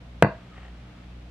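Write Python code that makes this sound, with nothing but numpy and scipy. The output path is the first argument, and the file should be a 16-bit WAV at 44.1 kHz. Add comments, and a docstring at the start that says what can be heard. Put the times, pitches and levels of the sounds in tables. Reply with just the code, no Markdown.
"""A wooden hand stamp knocks on a book lying on a bed, with one softer rebound, close to a phone in a small bedroom.
The knock rings stamp and book as sets of fading tones, adds a crack of noise and thuds the stack into the bedding.
Later the page rustles (random crackles) and ticks (short ringing pulses) under the stamp, with faint narrow rubs.
An appliance hums: mains tones beat with a slightly slower motor, over the filtered noise of the house air."""
import sys
import numpy as np
from scipy import signal
from scipy.fft import rfft, irfft
from scipy.io import wavfile
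from scipy.ndimage import uniform_filter1d

SR = 44100
rng = np.random.default_rng(int(sys.argv[2]) if len(sys.argv) > 2 else 0)


def pcm_store(signal):
    """Save signal as 16-bit PCM."""
    levels = np.round(np.clip(np.atleast_2d(signal), -1, 1) * 32767)
    wavfile.write(sys.argv[1], SR, levels.astype(np.int16).T)


def field_ratio(decibels):
    """Amplitude ratio for a level in dB (20 dB per decade); scalars and array-likes work."""
    return 10 ** (np.asarray(decibels, dtype=float) / 20)


N = 57330  # samples, 1.3 s

# House air noise. Each row: frequency in Hz, relative density in dB per Hz.
AIR_SPECTRUM = [(20, -26), (35, 4), (60, 3), (100, 6), (200, 2), (400, -6.5), (650, -6), (1000, -13),
                (2000, -15.5), (3300, -18), (4200, -22.5), (6300, -31), (10000, -41), (13000, -45),
                (16000, -95)]
# Hum of the appliance at 1, 2, 3, .. times the mains frequency. 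Each entry: rms level in dB.
HUM_LEVELS = [-53, -52.5, -54.5, -63.5, -64.5, -82]
# Bedroom echo in bands. Each row: centre in Hz, strength in dB, time to fade by 60 dB in seconds.
ROOM_BANDS = [(158, -28, 0.41), (314, -3, 0.17), (635, -8.5, 0.27), (1210, -2, 0.24), (2160, -10.5, 0.23),
              (4070, 2, 0.31), (8040, -33, .1)]
# Loudness of the page rustle over time. Each row: time in seconds, rms level in dB.
RUSTLE_LEVELS = [(0, -93), (0.399, -59.5), (.5, -64.5), (.57, -54.5), (.66, -56.5), (.7, -64), (.95, -61.5),
                 (1.1, -67.5), (1.3, -84)]
# Tone colour of rustling paper. Each row: frequency in Hz, relative density in dB per Hz.
PAPER_SPECTRUM = [(300, -41), (700, 5), (1300, 8.5), (2000, 8), (3200, 1.5), (4500, -18.5), (8000, -11),
                  (12000, -47.5)]
# Page ticks under the stamp. Each row: start in seconds, strength in dB.
TICKS_AT = [(.5795, -41), (.631, -51), (.651, -41.5), (.682, -48)]
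# Tones of the ticking page. Each row: frequency in Hz, strength in dB, time to fade by 60 dB in seconds.
PAGE_MODES = [(767, 1.5, 0.02), (1876, -0.5, 0.034), (2760, -5, 0.018), (6500, -13, .006),
              (9000, -22, 0.0042)]
# Faint narrow rubs. Each row: middle in seconds, length in seconds, frequency in Hz, level in dB.
RUBS_AT = [(.525, 0.043, 1318, -57.5), (0.966, 0.077, 1300, -67), (1.124, 0.017, 2603, -60.5)]
# Book stack on the bedding. Each row: frequency in Hz, strength in dB, time to fade by 60 dB in seconds.
THUD_MODES = [(111.3, -14, 0.15), (145.7, -11, 0.16), (199.4, -13.5, 0.18)]
# The knock and its rebound. Each row: start in seconds, strength in dB, time scale of contact in ms.
KNOCKS_AT = [(0.2243, 0, 0.27), (0.2464, -9.5, 0.49)]
# Tones of the book. Each row: frequency in Hz, strength in dB, time to fade by 60 dB in seconds.
BOOK_MODES = [(297, -36, .03), (435, -26, 0.02), (497, -7.5, 0.033), (612, -6.5, 0.022), (674, -3, 0.036),
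              (827, -10.5, 0.025), (925, -12, 0.047), (1089, -24, 0.028)]
# Tones of the wooden stamp. Each row: frequency in Hz, strength in dB, time to fade by 60 dB in seconds.
STAMP_MODES = [(1456, -13, 0.03), (1628, -3, 0.023), (2013, -8, 0.022), (2435, -5.5, 0.013),
               (2730, -8, 0.015), (3560, -35, 0.012), (4550, -27, 0.025)]

AIR_DB, AIR_WIDE_HZ = -50.5, 480  # left and right differ above this frequency
MAINS_HZ, MOTOR_HZ, MOTOR_DB = 60, 58, -47
BEAT_LOUD_S = 0.69  # mains and motor swing together at this time
ROOM_BUILD_S, ROOM_WIDE_HZ = 0.0029, 1300
RUSTLE_PER_S = 640  # average number of crackles
RUB_HALF_WIDTH_HZ = 81
THUD_PUSH_S = 0.0015  # time scale of the push into the bed
CRACK_DB, CRACK_T60_S = -24, 0.0032  # start level before the tone filter, time to fade by 60 dB
OPPOSED = -1  # neighbouring modes swing in opposite senses
BASS_CUT_HZ = 75  # small objects radiate little below this
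LEFT_DB, LEFT_HZ = 2.8, 300  # lead of the left side, and the corner above which it grows
LEFT_LAG_MS = 0.045  # the left port hears near sounds this much later


def read(points, hz):
    """Gain at hz, read from (Hz, dB) points joined along a log frequency axis."""
    table_hz, table_db = np.array(points, float).T
    return field_ratio(np.interp(np.log(hz + 1), np.log(table_hz), table_db))


def shape(x, gain):
    """Filter a sound by a gain that is a function of frequency."""
    n = x.shape[-1]
    return irfft(rfft(x) * gain(np.arange(n // 2 + 1) * SR / n), n)


def wide(hz, edge_hz):
    """A curve rising from 0 in the bass to 1 in the treble, half way up at edge_hz."""
    return hz ** 2 / (hz ** 2 + edge_hz ** 2)


def diffuse(n, edge_hz):
    """Stereo noise from all around: alike in the bass, unrelated in the treble."""
    mid, side = rng.standard_normal((2, n))
    side = shape(side, lambda hz: wide(hz, edge_hz))
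    return np.array([mid + side, mid - side])


def walk(rate):
    """Slow random wander, with rate fresh values a second smoothed together."""
    k = int(SR / rate)
    stairs = np.repeat(rng.standard_normal(N // k + 1), k)
    return 0.43 * uniform_filter1d(uniform_filter1d(stairs, k), k)[:N]


def ring(modes, turn=1):
    """Answer of a body to a sharp tap: fading tones; turn sets the sense of each against the last."""
    t = np.arange(SR // 2) / SR
    out = 0
    for k, (hz, db, t60) in enumerate(modes):
        out = out + turn ** k * field_ratio(db - 60 * t / t60) * np.sin(2 * np.pi * hz * t)
    return out


def push(at, db, length):
    """A smooth push whose area is set by db; the force peaks a quarter of length after its start."""
    u = (np.arange(N) / SR - at) / length
    force = np.where(u > 0, u * np.exp(-np.clip(u, 0, 99) * 4), 0)
    return field_ratio(db) * force / force.sum()


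def air():
    """House air: smooth wide noise whose bass wavers slowly."""
    x = shape(diffuse(N, AIR_WIDE_HZ), lambda hz: read(AIR_SPECTRUM, hz))
    bass = shape(x, lambda hz: 1 / (1 + (hz / 250) ** 2))
    wavering = x - bass + bass * field_ratio(1.3 * walk(6))
    return wavering / x.std() * field_ratio(AIR_DB)


def appliance():
    """Mains tones with wandering levels, and a motor tone that beats against the lowest."""
    t = np.arange(N) / SR - BEAT_LOUD_S
    start = 2 * np.pi * rng.random(len(HUM_LEVELS))
    hum = 0
    for k, db in enumerate(HUM_LEVELS):
        hum = hum + field_ratio(db + walk(7.5)) * np.cos(2 * np.pi * MAINS_HZ * (k + 1) * t + start[k])
    motor = field_ratio(MOTOR_DB + 0.27 * walk(12)) * np.cos(2 * np.pi * MOTOR_HZ * t + start[0])
    return np.sqrt(2) * (hum + motor)  # root 2 turns rms into peak


def bedroom():
    """Stereo echo of the room: bands of noise that build up quickly and die away."""
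    n = SR // 2
    t = np.arange(n) / SR
    noise = diffuse(n, ROOM_WIDE_HZ)
    out = 0
    for hz, db, t60 in ROOM_BANDS:
        band = shape(noise, lambda f: np.exp(-(np.log2((f + 1) / hz) / 0.39) ** 2))
        # the root evens out the energy of long and short decays
        out = out + band * field_ratio(db - 60 * t / t60) / np.sqrt(t60 * SR / 14)
    return out * (1 - np.exp(-t / ROOM_BUILD_S))


def page():
    """Tiny uneven crackles of paper under the pressing stamp, over a little steady noise."""
    chance = rng.random((2, N))
    happens = chance[0] < RUSTLE_PER_S / SR
    size = field_ratio(-3.0 * np.log(chance[1] + 0.02))  # a few crackles are much larger
    grains = happens * size * rng.choice([-1, 1], N)
    x = shape(grains + 0.21 * rng.standard_normal(N), lambda hz: read(PAPER_SPECTRUM, hz))
    level = np.interp(np.arange(N) / SR, *np.array(RUSTLE_LEVELS).T)
    return x / x.std() * field_ratio(level)


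def ticks():
    """Short pushes ring the page; rubs are narrow bands of noise that swell and fade."""
    t = np.arange(N) / SR
    pushes = sum(push(at, db, 0.00011) for at, db in TICKS_AT)
    out = signal.fftconvolve(pushes, ring(PAGE_MODES))[:N]
    for middle, length, hz, db in RUBS_AT:
        rub = shape(rng.standard_normal(N), lambda f: np.exp(-((f - hz) / RUB_HALF_WIDTH_HZ) ** 2))
        swell = np.exp(-((t - middle) / length * 2) ** 2)
        out = out + field_ratio(db) * rub / rub.std() * swell
    return out


def thud():
    """The knock drives the stack into the bed; its low modes swell together a moment later."""
    drive = push(KNOCKS_AT[0][0], 0, THUD_PUSH_S)
    return signal.fftconvolve(drive, ring(THUD_MODES, OPPOSED))[:N]


def stamp():
    """The knock and its softer rebound ring book and stamp; the knock also cracks."""
    body = ring(BOOK_MODES) - ring(STAMP_MODES, OPPOSED)
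    pushes = sum(push(at, db, ms / 1000) for at, db, ms in KNOCKS_AT)
    wood = signal.fftconvolve(pushes, body)[:N]
    t = np.arange(N) / SR - KNOCKS_AT[0][0]
    fade = field_ratio(CRACK_DB - 60 * np.clip(t, 0, 1) / CRACK_T60_S) * (t > 0)
    colour = [(4000, -33), (7200, 11), (10000, 10.5), (14000, -30)]  # Hz, dB
    return wood + fade * shape(rng.standard_normal(N), lambda hz: read(colour, hz))


def to_port(x, side):
    """One port's share of a near sound (side 1 left, -1 right): left is later and brighter."""
    def tilt(hz):
        level = field_ratio(side * LEFT_DB / 2 * wide(hz, LEFT_HZ))
        delay = np.exp(-1j * side * np.pi * hz * LEFT_LAG_MS / 1000)  # half the lag each way
        return level * delay
    return shape(x, tilt)


def scene():
    """Near sounds reach both ports directly; room echo, hum and air surround them."""
    thin = signal.butter(3, BASS_CUT_HZ, "high", fs=SR, output="sos")
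    near = signal.sosfilt(thin, stamp() + page() + ticks())
    with_thud = near + signal.sosfilt(thin, thud())
    direct = np.array([to_port(with_thud, side) for side in (1, -1)])
    echo = signal.fftconvolve(near[None], bedroom(), axes=1)[:, :N]  # the thud stays out of the echo
    return direct + echo + appliance() + air()


def band_limit(x):
    """A steep low-pass at the top of the band."""
    return signal.sosfilt(signal.butter(12, 15600, fs=SR, output="sos"), x)


def record(dry):
    """The sound fades in within 6.7 ms and its peaks clip at full scale."""
    fade_in = np.clip(np.arange(N) / SR / 0.0067, 0, 1)
    mix = np.clip(dry * fade_in, -1, 1)
    return band_limit(mix)


dry = scene()
out = record(dry)
pcm_store(out)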